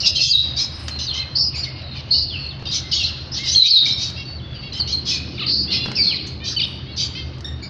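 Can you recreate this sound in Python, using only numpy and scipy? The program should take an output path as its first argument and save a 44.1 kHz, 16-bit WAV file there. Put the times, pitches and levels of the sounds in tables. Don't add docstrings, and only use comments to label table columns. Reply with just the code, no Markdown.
import sys
import numpy as np
from scipy import signal
from scipy.fft import rfft, irfft
from scipy.io import wavfile

SR = 44100
rng = np.random.default_rng(int(sys.argv[2]) if len(sys.argv) > 2 else 0)


def file_out(sig):
    cols = np.atleast_2d(sig).T
    lim = np.clip(cols, -1, 1)
    pcm = np.round(lim * 32767).astype(np.int16)
    wavfile.write(sys.argv[1], SR, pcm)


def magnitude_from_level(level_db):
    exponent = np.asarray(level_db, float) / 20
    return 10 ** exponent


N = 339129


def rms_one(x):
    return x / np.sqrt(np.mean(np.abs(x) ** 2) + 1e-20)


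def place(out, at, sound):
    out[at:at + len(sound)] += sound


def soft_ends(size, fade_s):
    i = np.arange(size)
    nearest_end = np.minimum(i, size - i)
    return np.sin(np.pi / 2 * np.clip(nearest_end / (fade_s * SR), 0, 1)) ** 2


def wobble(size, hz, count=1):
    r = np.exp(-16 * np.pi * hz / SR)
    white = rng.standard_normal((2, count, size // 8 + 202))
    slow = signal.lfilter([1], [1, -2 * r, r * r], white)[..., 200:]
    slow = slow / np.sqrt(2 * np.mean(slow ** 2, axis=(0, 2), keepdims=True))
    step, part = np.divmod(np.arange(size) / 8, 1)
    step = step.astype(int)
    real, imaginary = slow[..., step] * (1 - part) + slow[..., step + 1] * part
    return real + 1j * imaginary


def coloured(spectrum, low_hz=10, high_hz=20000):
    hz = np.arange(1, N // 2 + 2) * SR / N
    f, level_db = np.transpose(spectrum)
    gain = magnitude_from_level(np.interp(np.log(hz), np.log(f), level_db, -120, -120))
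    inside = (hz > low_hz) * (hz < high_hz)
    return rms_one(irfft(rfft(rng.standard_normal(N)) * gain * inside, N))


def voice(pitch, throat, spread, rough, blur_hz, leak_db, jitter, uneven_db, order=2, count=50):
    size = len(pitch)
    phase = 2 * np.pi * np.cumsum(pitch * (1 + jitter * wobble(size, 44.4)[0].real)) / SR
    lines = min(count, int(15000 / pitch.max()))
    k = np.arange(1, lines + 1)[:, None]
    octaves = np.log2(k * pitch / throat)
    gain = np.exp(-.5 * (octaves / spread) ** order) + magnitude_from_level(leak_db)
    gain = gain * magnitude_from_level(uneven_db * wobble(size, 3.9, lines).real)
    clean = np.sqrt(1 - np.clip(rough, 0, 1) ** 2)
    blur = clean + rough * wobble(size, blur_hz, lines)
    waves = blur.real * np.cos(k * phase) - blur.imag * np.sin(k * phase)
    return rms_one(np.sum(gain * waves, axis=0))


def effort(s, length, peak_db, peak, start_db, end_db):
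    at = max(int(s * SR), 0)
    progress = np.arange(min(int(length * SR), N - at)) / (length * SR)
    shape_db = np.interp(progress, [0, np.clip(peak, .01, .99), 1], [start_db, 0, end_db])
    return at, progress, peak_db + shape_db


def along(curve):
    s, pitch_hz, level_db = np.transpose(curve)
    t = np.arange(int(s[0] * SR), int(s[-1] * SR)) / SR
    pitch = np.exp(np.interp(t, s, np.log(pitch_hz)))
    return int(s[0] * SR), pitch, np.interp(t, s, level_db)


def chirps():
    # [t/s, length/s, peak level/dB, throat resonance f/Hz, second-voice pitch f/Hz]
    swelling = [(.04, 0.075, -10.5, 4700, 2636), (.56, 0.095, -14, 4810, 2400), (.185, .13, -13, 4600, 700),
                (3.335, 0.11, -22, 4200, 950), (2.708, 0.1, -14, 4750, 746), (3.43, .15, -15, 4483, 975),
                (3.64, 0.062, -16.5, 4126, 2350), (3.97, 0.14, -19, 4650, 652),
                (5.05, .14, -14.5, 4570, 502.5), (6.26, .035, -29.5, 6750, 1315),
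                (6.435, 0.125, -19.5, 4500, 640), (5.7, .1, -17.5, 3615, 696),
                (6.96, .12, -15.5, 4613, 772)]
    held = [(.147, 0.045, -15, 4300, 1056), (.985, 0.08, -22, 4800, 1030), (1.132, 0.07, -24, 4900, 1040),
            (1.55, 0.067, -22, 4560, 2403), (4.725, 0.075, -26, 4100, 1030), (4.87, 0.075, -23, 4080, 795)]
    fading = [(0.0, 0.044, -16, 4760, 1480), (1.63, 0.039, -24, 4240, 2970), (1.95, 0.09, -39, 3800, 1286),
              (2.912, .19, -15.5, 4343, 1100), (3.85, 0.09, -16, 4200, 770)]
    narrow = [(1.35, .15, -14, 4750, 203.4), (2.105, 0.16, -12, 4554, 492), (5.46, .2, -12.5, 4586, 467),
              (5.7, 0.089, -17, 4430, 370), (3.315, .08, -23, 5300, 480), (5.385, .09, -27, 4200, 480),
              (7.615, .075, -31.5, 4610, 486)]
    building = [(3.74, .12, -15, 4200, 491), (5.95, .225, -18, 4490, 866)]
    # (calls, peak at share of length, start dB, end dB, throat glide octaves, throat width octaves,
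    # second voice dB)
    kinds = [(swelling, .41, -9.5, -11.5, .03, .37, -9),
             (held, 1, -2, -1.5, .072, .26, 7.1),
             (fading, .11, 1, -10, -.073, .3, -6.5),
             (narrow, .38, -4.5, -11.5, .0805, .12, -25.5),
             (building, .5, -2, -9.5, -.2, .098, -2.5)]
    out = np.zeros(N)
    for calls, peak, start_db, end_db, glide, spread, second_db in kinds:
        for s, length, peak_db, throat_hz, second_hz in calls:
            at, progress, level_db = effort(s, length, peak_db, peak, start_db, end_db)
            throat = throat_hz * 2 ** (glide * (progress - .5))
            beak = .55 + .45 * soft_ends(len(throat), .0307)
            rasp_pitch = throat / 17 * (.92 + .15 * beak)
            rasp = voice(rasp_pitch, throat, spread * beak, rough=min(.75 + 2.3 * spread, .9),
                         blur_hz=52, leak_db=-39, jitter=.06 * spread, uneven_db=13 * spread)
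            hoarse_pitch = second_hz * throat / throat_hz * (.9 + .1 * beak)
            hoarse = voice(hoarse_pitch, throat, 1.78 * spread, rough=1, blur_hz=107,
                           leak_db=-32.5, jitter=.025, uneven_db=4.5, count=28)
            call = rms_one(rasp + magnitude_from_level(second_db) * hoarse)
            place(out, at, call * magnitude_from_level(level_db - 6.5) * soft_ends(len(call), .007))
    return out


def background():
    # [f/Hz, level/dB per Hz]
    rumble = [(12, -47), (20, -35.5), (38, -12.5), (61, -12.5), (75, 7.5), (103, -4), (129, 4),
              (163, -10.5), (220, -26.5), (290, -38.5), (480, -120)]
    air = [(110, -32.5), (180, 4), (239, -1), (334, -1), (443, -10), (564, -11.5), (932, -17), (1070, -16),
           (2200, -20.5), (2860, -54.5), (4840, -120)]
    far_birds = [(1060, -51), (1800, -19.5), (2440, -3.5), (2920, 1.5), (3290, -8), (4360, 0.5),
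                 (5420, -14), (6430, -23.5), (8360, -56), (14100, -120)]
    # [t/s, stir level/dB]
    stir = [(0, 1), (1, 1), (2.8, 1.9), (4.6, 2.5), (5.2, 7.5), (5.9, 10), (6.3, 5.5), (7.69, 4)]
    t = np.arange(N) / SR
    stir_db = np.interp(t, *np.transpose(stir))
    low_air = magnitude_from_level(-45 + stir_db) * coloured(air, high_hz=500)
    bins = rfft(coloured(air, low_hz=500))
    hz = np.arange(N // 2 + 1) * SR / N
    band = np.floor(np.log2(hz / 500 + 1e-9) * 1.5)
    patches = magnitude_from_level(2.5 * wobble(N, 11, count=4).real)
    high = sum(patch * irfft(bins * (band == k), N) for k, patch in enumerate(patches))
    high_air = magnitude_from_level(-45 + .21 * stir_db - .5049 * t) * rms_one(high)
    murmur_db = -44 - .85 * t + 4 * wobble(N, 7)[0].real
    murmur = magnitude_from_level(murmur_db) * coloured(far_birds)
    return magnitude_from_level(-33) * coloured(rumble) + low_air + high_air + murmur


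def whistle(pitch, level_db):
    call = voice(pitch, pitch, .2, rough=.68, blur_hz=95, leak_db=-32, jitter=.011, uneven_db=.5, count=7)
    return call * magnitude_from_level(level_db - 3.5) * soft_ends(len(call), .007)


def whistles():
    # [t/s, length/s, peak level/dB, first pitch f/Hz, last pitch f/Hz]
    struck = [(.03, 0.053, -21.5, 2986, 2640), (.055, 0.09, -15.5, 5250, 5100),
              (.155, 0.028, -17.5, 3224, 3080), (.158, 0.025, -29, 6350, 6200),
              (.2, 0.09, -16.5, 4300, 4330), (.27, 0.068, -25, 3220, 3300), (2.925, 0.03, -21, 3000, 3000),
              (.57, 0.025, -19, 3630, 3920), (.61, 0.059, -17.5, 5050, 5250), (.99, 0.035, -32, 3600, 3500),
              (1.19, 0.054, -20, 4100, 4130), (1.5, 0.036, -34.5, 2860, 2800),
              (1.535, 0.05, -34.5, 2810, 2156), (1.645, 0.03, -34, 3300, 3700),
              (2.135, 0.06, -28, 2900, 2960), (3.858, .03, -24, 2300, 2280), (3.92, .06, -24, 5400, 5330),
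              (3.898, .05, -16, 3980, 3960), (.987, .045, -29, 2950, 2930), (4.72, .03, -26, 4150, 4100),
              (3.035, .05, -17, 4200, 4100), (4.92, 0.091, -17, 4300, 4150),
              (5.15, 0.024, -26.5, 4400, 3940), (5.725, 0.041, -21.5, 5170, 5100),
              (6.91, .09, -35.5, 4460, 4020)]
    sliding = [(.905, 0.1, -30.5, 4175, 4220), (3.63, 0.055, -31, 2190, 2574),
               (4.54, 0.15, -39, 4750, 4450), (5.34, 0.037, -39.5, 4560, 4730),
               (5.405, 0.028, -37.5, 1484, 1075), (2.98, .07, -28, 2950, 2650),
               (4.795, .035, -17, 4800, 4050)]
    even = [(.03, .06, -23, 5560, 5520), (.185, .07, -25.5, 2735, 2675), (.272, 0.05, -26, 6550, 6520),
            (.255, .06, -31, 7150, 7100), (1.64, 0.05, -38, 2250, 2100), (1.625, .03, -24, 4350, 4350),
            (5.74, .055, -27, 5180, 5080), (2.105, 0.054, -16.5, 4285, 4340), (2.83, .1, -49, 2095, 2090),
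            (2.912, .04, -20.5, 5150, 4500), (2.935, 0.052, -24, 6630, 6550), (3.03, 0.04, -27, 3820, 3846),
            (3.51, 0.047, -18.5, 5610, 6670), (3.545, 0.13, -11, 4350, 3780),
            (3.625, 0.015, -23.5, 4120, 5400), (3.675, 0.04, -17.5, 4000, 5250),
            (3.545, 0.015, -16, 3300, 3300), (3.475, 0.038, -24, 5090, 5250),
            (3.32, 0.019, -42.5, 5220, 6280), (3.855, 0.027, -29, 4620, 6150),
            (5.77, 0.09, -28, 4050, 4180), (7.025, 0.037, -26, 7100, 7020)]
    dropping = [(1.865, .08, -40, 4250, 4000), (5.105, .065, -32, 2550, 2250)]
    # [t/s, pitch f/Hz, level/dB]
    bending = [
        [(3.706, 4650, -14), (3.72, 4450, -11), (3.755, 4000, -13), (3.78, 3720, -14), (3.82, 3780, -15),
         (3.862, 3740, -15)],
        [(1.062, 4900, -30), (1.075, 4500, -26), (1.09, 4200, -22), (1.122, 4150, -28)],
        [(1.065, 3950, -34), (1.1, 3550, -32), (1.115, 3200, -29), (1.135, 3040, -30), (1.2, 3180, -33)],
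        [(1.81, 3960, -42), (1.87, 3900, -42), (1.92, 3750, -43), (1.96, 3580, -41)],
        [(.292, 4400, -17), (.312, 4900, -12), (.325, 4300, -15), (.34, 3870, -14), (.37, 3870, -11),
         (.43, 3880, -22)],
        [(6.05, 3950, -34), (6.11, 3200, -28), (6.125, 2550, -28), (6.152, 1950, -34)],
        [(5.955, 3100, -30), (5.97, 2650, -32), (5.995, 2300, -30), (6.022, 2380, -32)],
        [(6.145, 4200, -26), (6.168, 4050, -24), (6.182, 3250, -36), (6.208, 2650, -36)],
        [(5.96, 5400, -21), (5.99, 4750, -20), (6.02, 4650, -19), (6.03, 4300, -20), (6.08, 4330, -15),
         (6.1, 4350, -21)],
        [(2.29, 3800, -38), (2.33, 3100, -33), (2.36, 2720, -28), (2.405, 2700, -37)],
        [(2.385, 4500, -36), (2.44, 4380, -31), (2.5, 4250, -34), (2.52, 3400, -39), (2.55, 2700, -40)],
        [(4.415, 3400, -45), (4.54, 3400, -44), (4.57, 2980, -42), (4.615, 3020, -43)],
        [(4.25, 4500, -38), (4.3, 4510, -35), (4.375, 4480, -39), (4.39, 3950, -42), (4.41, 2700, -43)],
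        [(1.35, 4250, -20), (1.39, 4700, -19), (1.44, 5050, -20), (1.49, 5000, -25)],
        [(1.355, 5000, -24), (1.4, 5350, -20), (1.46, 5450, -25)],
    ]
    # (calls, peak at share of length, start dB, end dB, glide power: under 1 early, over 1 late)
    kinds = [(struck, .13, -8, -16, .66), (sliding, .7, -1.5, -13.5, .72),
             (even, .35, -1.5, -2.5, .82), (dropping, .1, -2.5, -.5, 5.1)]
    out = np.zeros(N)
    for calls, peak, start_db, end_db, power in kinds:
        for s, length, peak_db, first_hz, last_hz in calls:
            at, progress, level_db = effort(s, length, peak_db, peak, start_db, end_db)
            pitch = first_hz + (last_hz - first_hz) * progress ** power
            place(out, at, whistle(pitch, level_db))
    for curve in bending:
        at, pitch, level_db = along(curve)
        place(out, at, whistle(pitch, level_db))
    return out


def wings():
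    # [t/s, length/s, peak level/dB]
    rustles = [
        (0.708, 0.24, -56),
        (5.832, 0.097, -68),
        (6.5, .3, -65),
    ]
    out = np.zeros(N)
    hiss = coloured([(5000, -18), (8000, -6), (9800, -4), (11500, -19)])
    for s, length, peak_db in rustles:
        at, progress, level_db = effort(s, length, peak_db, peak=.6, start_db=-16, end_db=-14)
        size = len(progress)
        beat = 1 + .4 * np.sin(2 * np.pi * 24 * np.arange(size) / SR)
        place(out, at, hiss[at:at + size] * beat * magnitude_from_level(level_db) * soft_ends(size, .02))
    return out


def ticks():
    # [t/s, peak level/dB, brightness/dB per octave]
    hits = [(0.882, -27, 2), (0.894, -37, 2), (0.96, -38, -5), (2.595, -36, -4.5), (2.624, -33.5, -6),
            (3.872, -48, 5), (3.936, -48, 5), (4.101, -46, 4), (4.302, -44, -4), (4.549, -68, -19.5),
            (4.801, -30, -2.5), (5.703, -37, -4), (5.732, -36, -3), (5.859, -26, -3.5), (5.883, -31, -20),
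            (5.916, -30, 0), (6.127, -47.5, 0), (6.163, -46, 1.5), (7.383, -44.5, 0), (7.407, -42, 1.5),
            (2.71, -44, 3), (1.818, -52, 4), (3.775, -52, 5)]
    size = 2048
    out = np.zeros(N + size)
    hz = np.maximum(np.arange(size // 2 + 1) * SR / size, 400)
    dull_top = 1 / (1 + (hz / 11000) ** 4)
    for s, peak_db, tilt_db in hits:
        crack = rng.standard_normal(size) * np.exp(-np.arange(size) / SR / .005)
        tilt = magnitude_from_level(np.clip(tilt_db, -9, 7) * np.log2(hz / 1000))
        crack = irfft(rfft(crack) * tilt * dull_top, size)
        place(out, round(s * SR), crack * magnitude_from_level(peak_db + 7.5))
    return out[:N]


def beep(pitch, level_db, throat_hz, spread, rough):
    call = voice(pitch, throat_hz, spread, rough, blur_hz=70, leak_db=-35, jitter=.0038,
                 uneven_db=3.5, order=4, count=26)
    return call * magnitude_from_level(level_db - 4) * soft_ends(len(call), .005)


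def mouth(x):
    cavities = [signal.iirpeak(hz, 11, fs=SR) for hz in (3000, 3650, 4600)]
    return .45 * x + sum(signal.lfilter(*cavity, x) for cavity in cavities)


def beeps():
    # [t/s, length/s, peak level/dB, top pitch f/Hz, throat f/Hz]
    arched = [(1.145, .1, -29, 535, 2900), (3.384, .09, -38, 540, 2700), (3.386, .088, -36, 2160, 2160),
              (4.161, 0.077, -31, 557, 3460), (4.618, 0.085, -36, 560, 3300), (5.674, .06, -31, 710, 3300),
              (5.76, .13, -28, 700, 3500), (6.862, 0.1, -40, 563, 3020), (6.4, 0.07, -35, 612, 2900),
              (7.148, 0.084, -29.5, 533, 3300)]
    # [t/s, length/s, peak level/dB, first pitch f/Hz, last pitch f/Hz]
    squawks = [
        (1.952, .062, -35, 630, 570),
    ]
    # [t/s, pitch f/Hz, level/dB]
    tumbling = [
        [(5.368, 1500, -33), (5.39, 1100, -28), (5.415, 770, -30), (5.45, 540, -31), (5.465, 500, -39),
         (5.52, 430, -36)],
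        [(6.562, 1530, -23), (6.583, 1510, -21), (6.59, 1370, -26), (6.605, 1130, -21), (6.62, 930, -23),
         (6.659, 575, -25)],
        [(2.652, 585, -29), (2.67, 520, -31), (2.712, 545, -31)],
    ]
    # [t/s, length/s, peak level/dB, pitch f/Hz]
    honks = [
        (7.443, 0.13, -26, 1825),
        (7.624, 0.093, -30, 2290),
    ]
    out = np.zeros(N)
    for s, length, peak_db, top_hz, throat_hz in arched:
        at, progress, level_db = effort(s, length, peak_db, peak=.61, start_db=-3, end_db=-7.5)
        pitch = top_hz * (1 - .069 * (2 * progress - 1) ** 2)
        place(out, at, beep(pitch, level_db, throat_hz, spread=.54, rough=.45))
    for s, length, peak_db, first_hz, last_hz in squawks:
        at, progress, level_db = effort(s, length, peak_db, peak=.14, start_db=-4, end_db=.5)
        pitch = first_hz * (last_hz / first_hz) ** progress
        place(out, at, beep(pitch, level_db, throat_hz=3300, spread=.6, rough=1))
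    for curve, throat_hz in zip(tumbling, [2900, 3500, 3700]):
        at, pitch, level_db = along(curve)
        place(out, at, mouth(beep(pitch, level_db + 2.5, throat_hz, spread=.52, rough=.75)))
    for s, length, peak_db, pitch_hz in honks:
        at, progress, level_db = effort(s, length, peak_db, peak=.066, start_db=0, end_db=-27.5)
        pitch = np.full(len(progress), float(pitch_hz))
        place(out, at, beep(pitch, level_db, throat_hz=4100, spread=.95, rough=.99))
    return out


def room(x):
    t60_s = .65
    t = np.arange(int(t60_s * SR)) / SR
    white = rng.standard_normal(len(t))
    low = signal.sosfilt(signal.butter(4, 5500, fs=SR, output="sos"), white)
    treble = (white - low) * magnitude_from_level(-70 * t / t60_s)
    tail = (low + treble) * magnitude_from_level(-60 * t / t60_s) * (t > .004)
    return signal.fftconvolve(x, tail / np.sqrt(np.sum(tail ** 2)))[:N]


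def microphone(x):
    # [f/Hz, gain level/dB]
    response = [(10,2.5),(5200,3.5),(6400,-2),(7200,-13.5),(8500,-19),(11000,-25.5),(13000,-29),(22050,-29.5)]
    f, gain_db = np.transpose(response)
    hz = np.arange(1, N // 2 + 2) * SR / N
    colour = magnitude_from_level(np.interp(np.log(hz), np.log(f), gain_db))
    rounded = .7 * np.tanh(x / .7)
    return irfft(rfft(rounded) * colour, N)


def scene():
    rasping, nasal_and_ticks, thin = chirps(), beeps() + ticks(), whistles()
    echo = room(magnitude_from_level(-5) * rasping + magnitude_from_level(-8.5) * nasal_and_ticks + magnitude_from_level(-4.5) * thin)
    mono = microphone(rasping + nasal_and_ticks + thin + echo) + wings() + background()
    return np.array([mono, mono])


def low_pass(x):
    return signal.sosfilt(signal.butter(12, 15800, fs=SR, output="sos"), x)


def record(dry):
    # [t/s, length/s, depth level/dB, lowest f/Hz, highest f/Hz]
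    thinned = [(0.057,0.17,-7,910,2420),(0.204,0.25,-15.5,200,2600),(1.369,0.18,-11.5,1300,4320),(2.097,0.25,-9,920,2970),(3.572,0.264,-19,184,2320),(3.559,0.26,-9.5,30.6,190),(5.491,0.17,-7.5,580,3560),
               (5.49,.19,-20,6100,9000),(1.69,.27,-12,5700,9000),(.09,.07,-20,6500,9000),(2.13,.2,-20,6100,9000),(1.385,.17,-25,6300,9000),(.99,.35,-12,6900,10000)]
    x = dry[0].copy()
    for s, length, depth_db, low_hz, high_hz in thinned:
        part = slice(int(s * SR), int((s + length) * SR))
        band_pass = signal.butter(4, [low_hz, high_hz], "band", fs=SR, output="sos")
        band = signal.sosfiltfilt(band_pass, x[part])
        x[part] -= band * soft_ends(len(band), .038) * (1 - magnitude_from_level(depth_db))
    return low_pass(np.array([x, x]))


dry = scene()
out = record(dry)
file_out(out)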